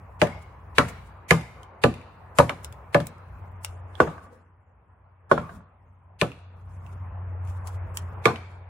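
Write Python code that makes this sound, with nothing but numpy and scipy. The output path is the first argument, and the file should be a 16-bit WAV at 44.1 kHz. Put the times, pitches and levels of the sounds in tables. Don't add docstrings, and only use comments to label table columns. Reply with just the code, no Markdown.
import sys
import numpy as np
from scipy import signal
from scipy.fft import rfft, irfft, next_fast_len
from scipy.io import wavfile
from scipy.ndimage import uniform_filter1d, map_coordinates

SR = 44100
rng = np.random.default_rng(int(sys.argv[2]) if len(sys.argv) > 2 else 0)


def boost(x):
    u = np.asarray(x, float) / 20
    return 10 ** u


def file_out(sig):
    cols = np.atleast_2d(sig).T
    lim = np.clip(cols, -1, 1)
    pcm = np.round(lim * 32767).astype(np.int16)
    wavfile.write(sys.argv[1], SR, pcm)


N = 383226
SPAN = SR // 2

# [t/s, level/dB]
ENGINE_LEVEL = [(0.0, -58), (0.26, -47), (0.58, -52), (0.92, -52), (1.64, -63), (1.91, -55), (2.71, -58.5),
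                (3.63, -43), (3.95, -47), (4.16, -55.5), (4.84, -66.5), (5.39, -53), (5.76, -62.5),
                (7.21, -36), (7.5, -34.5), (8.03, -37), (8.35, -45), (8.69, -47.5)]
# [f/Hz, width/Hz, level/dB]
ENGINE_ORDERS = [(90.9, 27, 0.5), (58, 16, -7.5), (175, 11, -17.5)]
# [t/s, level/dB]
TRAFFIC_LEVEL = [(0.0, -55), (1.62, -53.5), (3.34, -54), (4.09, -52), (4.33, -60), (4.55, -67),
                 (5.23, -65), (5.44, -52), (5.61, -61.5), (5.98, -66.5), (6.66, -59.5), (6.92, -53.5),
                 (7.96, -48.5), (8.28, -48), (8.45, -53), (8.69, -57)]
# [f/Hz, level/dB per Hz]
RUMBLE_COLOUR = [(20, -41), (35, -21), (60, 7), (110, -1.5), (180, -11.5), (300, -24), (500, -51)]
# [f/Hz, level/dB per Hz]
TYRE_COLOUR = [(120, -34), (200, -7.5), (265, -12), (400, -5.5), (1010, 0), (2580, -20), (3400, -37),
               (5000, -94.5)]
RUMBLE_DB, RUMBLE_DB_PER_S, GUST_DB = 9, -0.5, 3.5

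# [t/s of the peak, level/dB, swell/s, fade/s]
RUSTLES = [(.425, -59, 0.018, 0.018), (.89, -44, .02, 0.026), (1.07, -65.5, 0.052, 0.033),
           (3.01, -51.5, 0.016, .03), (6.75, -71.5, .15, .2), (7.57, -66, .05, .04),
           (8.51, -72.5, .04, .15), (3.68, -61, 0.013, .12), (3.97, -67, 0.11, .02),
           (4.1, -64.5, .02, 0.13), (4.24, -65, 0.032, .04), (4.33, -69.5, .03, 0.11),
           (5.42, -65, .02, 0.038), (5.56, -61.5, .12, 0.036), (6.87, -72, .04, .03),
           (6.931, -64, 0.038, .02), (7.29, -75, 0.016, 0.13), (7.499, -56.5, 0.055, .04),
           (7.676, -44.5, 0.014, .02), (7.75, -60.5, 0.13, 0.038), (8.02, -62, 0.015, .03),
           (8.085, -71, .02, 0.013)]

# [t/s, peak level/dB, ping f/Hz, ping level/dB, left-right level/dB]
SPLINTERS = [(0.3924, -59, 2206, -7, -1), (1.6318, -46, 3040, 6.5, -3.5), (2.0144, -57, 2320, 18, -3),
             (2.6459, -26.5, 3420, -3.5, 2.5), (2.7252, -41.5, 3430, -1.5, 4),
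             (3.0689, -26.5, 2880, -43, 1), (3.1822, -60, 2914, -17, 3), (3.6471, -21.5, 2810, -1, 1.5),
             (3.9534, -56, 3360, 15.5, -14), (5.4014, -63.5, 3350, 23.5, 14), (6.318, -51.5, 2650, 17, -2),
             (6.3899, -62, 2620, 9, -4), (6.8644, -62, 2710, 12, -15.5), (7.4505, -55, 2410, -21, -8.5),
             (7.4739, -51, 2420, 2, 2.5), (7.6725, -35, 2250, -15, 3), (7.9718, -19.5, 3070, -6.5, -0.5)]
# [f/Hz, level/dB per Hz]
SNAP_COLOUR = [(700, -38), (1400, -11.5), (2500, -3.5), (4000, -8), (7000, -4), (10000, -5), (12000, -13),
               (16500, -14)]
TOP_DB, TOP_PER_PING = 0.5, -0.2

# [t/s, level/dB, f/Hz, width/Hz, t60/s]
SHIVERS = [
    (.29, -41.5, 2174, 90.3, 0.46),
    (4.06, -37.5, 1160, 140, 0.58),
    (5.4, -38.5, 1140, 180, 0.47),
    (5.55, -40, 240, 42, 0.13),
    (4.31, -43, 490, 99, 0.22),
    (4.2, -51, 220, 250, 0.84),
    (5.51, -39.5, 180, 100, 0.39),
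]

# [t/s, peak level/dB, boom level/dB, second board level/dB, stick level/dB, all three over the first board]
DRIVEN_FOOT = [
    (0.216, -18, -6.5, 3.5, -2),
    (0.781, -22, -2, -1, 5),
    (1.308, -18, -4.5, -6, 4),
    (1.838, -13, -9.5, -2.5, -2.5),
    (2.384, -19, -2.5, 4.5, 7),
    (2.493, -35, -6, 1, 8.5),
    (2.945, -15.5, -9.5, -1.5, -0.5),
    (6.215, -22, -5.5, -3.5, 0.5),
    (8.254, -15, -10.5, -3, -1.5),
]
FOOT_LANDINGS = [
    (2.396, -18.5, -12, -1.5, -21.5),
    (2.999, -36, 2.5, 3, 1.5),
    (4.0, -12.5, -15, -8, -7.5),
    (4.071, -34, -3.5, 1, -4),
    (5.313, -12.5, -14, -2.5, -10.5),
    (5.377, -34, 0, 2.5, -4.5),
]
# [f/Hz, level/dB, t60/s]
BOOM_MODES = [(78, -3, .2), (122, -1.5, 0.25), (162.3, 5, 0.16), (205, -5.5, .15), (233, -3.5, 0.22),
              (271, -8, 0.25)]
# [f/Hz, level/dB, t60/s]
BOARD_MODES = [(344, -2.5, 0.061), (358, -10, 0.064), (381, -1, 0.046), (481, 2.5, 0.067)]
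# [f/Hz, level/dB, t60/s]
PLANK_MODES = [(571, 0.5, 0.12), (624, 6, 0.043), (718.5, -10.5, 0.19), (796, -7, 0.098), (884, -12, 0.11)]
# [f/Hz, level/dB, t60/s]
STICK_MODES = [(1001, -4.5, 0.083), (1097, -4, 0.077), (1188, -8, 0.15), (1226, -12.5, 0.14),
               (1313, -4.5, 0.056), (1491, -10.5, 0.11), (1710, 0.5, 0.034)]
DRIVEN_SUSTAIN, LANDED_SUSTAIN = 0.72, 0.51

# [t/s, peak level/dB, clack f/Hz, fibre crack level/dB over the clack, echo level/dB]
BRANCH_BLOWS = [
    (0.2163, -2, 2164, -29.5, -1.5),
    (0.7827, -0.5, 2286, -22.5, -1),
    (1.3074, -2.5, 2100, -17, -0.5),
    (1.8372, -10.5, 2443, -18.5, 2.5),
    (2.3859, -8, 1900, -12, -8),
    (2.9449, -13.5, 2466, -17.5, 0.5),
    (6.2135, -8.5, 2494, -21, -3),
    (8.2552, -2.5, 2269, -25.5, 0.5),
]
# [t/s, peak level/dB, clack f/Hz, crack level/dB]
BRANCH_REBOUNDS = [
    (0.2704, -31.5, 2230, -16),
    (0.8849, -34, 2210, -12.5),
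    (1.4102, -32.5, 2060, -16.5),
    (1.9402, -37.5, 2632, -13.5),
    (2.4939, -16.5, 2202, -22),
    (3.002, -31.5, 3400, -13.5),
    (8.3587, -30, 2690, -26),
]
# [t/s, peak level/dB, knock f/Hz]
STICK_DROPS = [
    (2.4, -7, 943),
    (4.002, -4.5, 1130),
    (4.075, -26.5, 1000),
    (4.18, -38.5, 1190),
    (5.314, -5.5, 1105),
    (5.3776, -18.5, 1040),
    (5.493, -35, 1190),
    (5.605, -49, 1030),
]
# [multiple of the pitch, level/dB, share of t60]
CLACK_PARTIALS = [(1, -1, 1), (.74, -8, 0.25), (1.3, -11, .35)]
# [multiple of the pitch, level/dB, share of t60]
KNOCK_PARTIALS = [(1, 0.2, 1.5), (0.57, -2.2, 2.2), (1.3, -2.2, 1.7)]
# [f/Hz, level/dB per Hz]
FIBRE_COLOUR = [(900, -45), (1600, -19.5), (2600, 2), (3600, -1), (7000, 0.5), (10000, 0), (12000, -6),
                (16500, -31)]
# [f/Hz, level/dB per Hz]
CLATTER_COLOUR = [(150, -29.5), (400, -2.5), (1000, 2), (2200, -8), (3500, -17), (6000, -23), (11000, -31),
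                  (16500, -45.5)]
CLACK_T60_S, KNOCK_T60_S = 0.014, 0.019
SPLIT_DB, DOUBLING_DB = -21.5, 11.5
REBOUND_ECHO_DB = -1
DROP_CRACK_DB, DROP_ECHO_DB = -33, -2

# [f/Hz, left-right likeness]
PORT_LIKENESS = [(60, 0.99), (200, 0.93), (400, 0.97), (700, 0.48), (1400, 0.49), (3000, 0.033),
                 (15000, .05)]
# [f/Hz, t60/s]
PORCH_DECAY = [(100, .3), (500, 0.13), (1500, 0.087), (4000, .13), (12000, 0.02)]
# [f/Hz, t60/s]
YARD_DECAY = [(100, 0.99), (1000, 0.58), (4000, 0.96), (12000, 0.35)]

# [f/Hz, level/dB under the sound]
FRAME_NOISE = [(100, -31.5), (1000, -29), (3000, -18.5), (8000, -8.5), (16000, -7.5)]
# [f/Hz, level/dB per bin]
TREBLE_GATE = [(2800, -140), (3600, -107), (8000, -107), (16000, -109)]
HOP, LEAD = 941, 930
MIC_HZ, TOP_HZ = 42.8, 16300


def unit(x):
    return x / np.sqrt(np.mean(x ** 2) + 1e-20)


def along(points, hz):
    f, v = np.transpose(points)
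    return np.interp(np.log(hz + 1), np.log(f + 1), v)


def level_curve(rows):
    s, db = np.transpose(rows)
    return np.interp(np.arange(N) / SR, s, db, -120, -120)


def filtered(x, response):
    m = next_fast_len(x.shape[-1] + 4096)
    return irfft(rfft(x, m) * response(np.fft.rfftfreq(m, 1 / SR)), m)[..., :x.shape[-1]]


def ports(pair):
    def mid_side_gains(hz):
        turn = np.arccos(np.clip(along(PORT_LIKENESS, hz), -1, 1)) / 2
        return np.array([np.cos(turn), np.sin(turn)])

    mid, side = filtered(pair, mid_side_gains)
    return np.array([mid + side, mid - side])


def noise(gain, size, patchy_db=0):
    z = signal.stft(rng.standard_normal((2, size)), nperseg=512)[2]
    field = uniform_filter1d(rng.standard_normal(z.shape[1:]), 5, 0)
    field = uniform_filter1d(field, 10, 1)
    pair = signal.istft(z * boost(patchy_db * unit(field)), nperseg=512)[1][:, :size]
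    return unit(ports(filtered(pair, gain)))


def tail(decay):
    hz, t, z = signal.stft(rng.standard_normal((2, SPAN)), SR, nperseg=128)
    fading = z * boost(-60 * t / along(decay, hz)[:, None])
    echo = ports(signal.istft(fading, SR, nperseg=128)[1][:, :SPAN])
    return echo / np.linalg.norm(echo[0])


def ring(modes, rise, sustain=1):
    t = np.arange(SPAN) / SR
    hz, db, t60 = np.transpose(modes)[:, :, None]
    mid_phase = np.pi * np.arange(len(modes))[:, None]
    phase = np.array([mid_phase, 2 * np.pi * rng.random(hz.shape)])
    level = boost(db + rng.normal(0, 1.5, hz.shape) - 60 * t / (t60 * sustain))
    pair = np.sum(level * np.sin(2 * np.pi * hz * t + phase), axis=1)
    return ports(pair) * (1 - np.exp(-t / rise))


def empty_track():
    return np.zeros((2, N + SPAN)), np.arange(SPAN) / SR


def add(track, sound, s, near_db, far_db):
    mono = sound.mean(axis=0)[None, :SPAN // 2]
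    porch = boost(near_db) * np.pad(tail(PORCH_DECAY), ((0, 0), (60, 0)))
    yard = boost(far_db) * np.pad(tail(YARD_DECAY), ((0, 0), (0, 60)))
    wet = signal.fftconvolve(mono, porch + yard, axes=1)[:, :SPAN]
    track[:, round(s * SR):][:, :SPAN] += sound + wet


def traffic():
    t = np.arange(N) / SR
    drone_db, hiss_db = level_curve(ENGINE_LEVEL), level_curve(TRAFFIC_LEVEL)
    gusts = map_coordinates(rng.standard_normal(70), [7 * t])
    rumble_db = hiss_db + RUMBLE_DB + RUMBLE_DB_PER_S * t + GUST_DB * gusts

    def orders(f):
        return sum(boost(db) / (1 + (2 * (f - centre) / width) ** 2) for centre, width, db in ENGINE_ORDERS)

    tone = np.sqrt(2) * np.sin(2 * np.pi * ENGINE_ORDERS[0][0] * t)
    drone = boost(drone_db + 3.5) * (tone + boost(-7.5) * noise(orders, N))
    rumble = boost(rumble_db) * noise(lambda f: boost(along(RUMBLE_COLOUR, f)), N)
    hiss = boost(hiss_db + 2.0) * noise(lambda f: boost(along(TYRE_COLOUR, f)), N, patchy_db=-2)
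    return drone + rumble + hiss


def sleeve():
    t = np.arange(N) / SR
    gain = boost(-88)
    for s, db, swell, fade in RUSTLES:
        gain = gain + boost(db - 20 * np.maximum((s - t) / swell, (t - s) / fade))
    return gain * noise(lambda f: boost(along(SNAP_COLOUR, f)), N, patchy_db=2.0)


def splinters():
    track, t = empty_track()
    for s, db, hz, ping_db, pan_db in SPLINTERS:
        top_db = TOP_DB + TOP_PER_PING * ping_db
        colour = lambda f: boost(along(SNAP_COLOUR, f) + top_db * np.clip(f / 9000 - 0.6, 0, 1))
        snap = noise(colour, SPAN) * boost(-1.5 - 60 * t / 0.015)
        partials = [(hz, 0, 0.012), (hz * 0.28, -8, 0.01), (hz * 0.5, -10, 0.015)]
        ping = boost(ping_db) * ring(partials, rise=0.00012)
        pan = boost(db + pan_db * np.array([[0.5], [-0.5]]))
        add(track, (snap + ping) * pan, s, near_db=-8.0, far_db=-27.0)
    return track[:, :N]


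def shiver():
    track, t = empty_track()
    for s, db, hz, width_hz, t60 in SHIVERS:
        hum = noise(lambda f: 1 / (1 + (2 * (f - hz) / width_hz) ** 2), SPAN)
        swell = 1 - np.exp(-t / 0.028)
        track[:, round(s * SR):][:, :SPAN] += hum * boost(db - 60 * t / t60) * swell
    return track[:, :N]


def step():
    track, t = empty_track()
    hits = [(*row, DRIVEN_SUSTAIN) for row in DRIVEN_FOOT]
    hits += [(*row, LANDED_SUSTAIN) for row in FOOT_LANDINGS]
    for s, db, boom_db, plank_db, stick_db, sustain in hits:
        board = ring(BOARD_MODES, 0.0024, sustain)
        plank = boost(plank_db) * ring(PLANK_MODES, 0.0023, sustain)
        boom = boost(boom_db - 1.0) * ring(BOOM_MODES, 0.003, sustain)
        stick = boost(stick_db - 2.0) * ring(STICK_MODES, 0.0003, sustain)
        thud = noise(lambda f: f / (1 + (f / 450) ** 4), SPAN)
        thud = thud * boost(-12.5 - 60 * t / (0.2 * sustain)) * (1 - np.exp(-t / 0.0026))
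        sound = board + plank + thud + boom + stick
        add(track, boost(db + 4.5) * sound, s + 0.0015, near_db=-6, far_db=-25.0)
    return track[:, :N]


def blows():
    track, t = empty_track()
    contacts = []
    for row in BRANCH_BLOWS:
        t60 = CLACK_T60_S * 2 ** ((row[3] - SPLIT_DB) / DOUBLING_DB)
        contacts.append((*row, t60, CLACK_PARTIALS))
    contacts += [(*row, REBOUND_ECHO_DB, CLACK_T60_S, CLACK_PARTIALS) for row in BRANCH_REBOUNDS]
    contacts += [(*row, DROP_CRACK_DB, DROP_ECHO_DB, KNOCK_T60_S, KNOCK_PARTIALS) for row in STICK_DROPS]
    for s, db, hz, crack_db, echo_db, t60, partials in contacts:
        clack = ring([(hz * k, level, share * t60) for k, level, share in partials], rise=0.0003)
        squash = (1 - np.exp(-t * hz / 0.9)) ** 2
        crunch = noise(lambda f: 1 / (1 + ((f - hz) / (0.5 * hz)) ** 2), SPAN)
        crunch = crunch * boost(-3 - 60 * t / (1.3 * t60))
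        rattling = boost(-21.5 - 60 * t / 0.17) + boost(-34.5 - 60 * t / 0.6)
        clatter = noise(lambda f: boost(along(CLATTER_COLOUR, f)), SPAN, patchy_db=4)
        clatter = clatter * boost(echo_db) * rattling
        tearing = boost(-60 * t / 0.024) + boost(-15.5 - 60 * t / 0.17) + boost(-31 - 60 * t / 0.6)
        crack = noise(lambda f: boost(along(FIBRE_COLOUR, f)), SPAN) * boost(crack_db - 0.5) * tearing
        sound = clack + squash * (crunch + clatter) + crack
        add(track, boost(db + 0.5) * sound, s, near_db=echo_db - 10, far_db=echo_db - 20)
    return track[:, :N]


def scene():
    mix = traffic() + sleeve() + splinters() + shiver() + step() + blows()
    return mix * boost(np.array([[0.4], [-0.4]]))


def frame_smear(x):
    frame = dict(window="cosine", nperseg=2 * HOP, noverlap=HOP)
    hz, _, z = signal.stft(np.pad(x, ((0, 0), (LEAD, 0))), SR, **frame)
    band = np.sqrt(np.abs(uniform_filter1d(np.abs(z) ** 2, size=24, axis=1)))
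    random_phase = np.exp(2j * np.pi * rng.random(z.shape))
    hiss = band * boost(along(FRAME_NOISE, hz))[:, None] * random_phase
    block = np.arange(len(hz)) // 24 * 24
    luck = boost(3.5 * rng.standard_normal(z.shape[1:]))[block]
    bass_db = 20 * np.log10(np.abs(z[0, :12]).max(axis=0) + 1e-9)
    busy = boost(np.clip(bass_db + 50.5, 0, 9))
    threshold = busy * boost(along(TREBLE_GATE, hz))[:, None]
    kept = np.clip(4 * band[:, block] * luck / threshold - 3, 0.02, 1)
    return signal.istft((z + hiss) * kept, SR, **frame)[1][:, LEAD:LEAD + N]


def low_pass(x):
    return signal.sosfilt(signal.butter(12, 16810, fs=SR, output="sos"), x)


def record(dry):
    x = filtered(dry, lambda hz: (1j * hz / (MIC_HZ + 1j * hz)) ** 2)
    x = x / (1 + np.abs(x) ** 6) ** (1 / 6)
    x = filtered(frame_smear(x), lambda hz: hz < TOP_HZ)
    return low_pass(x)


dry = scene()
out = record(dry)
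file_out(out)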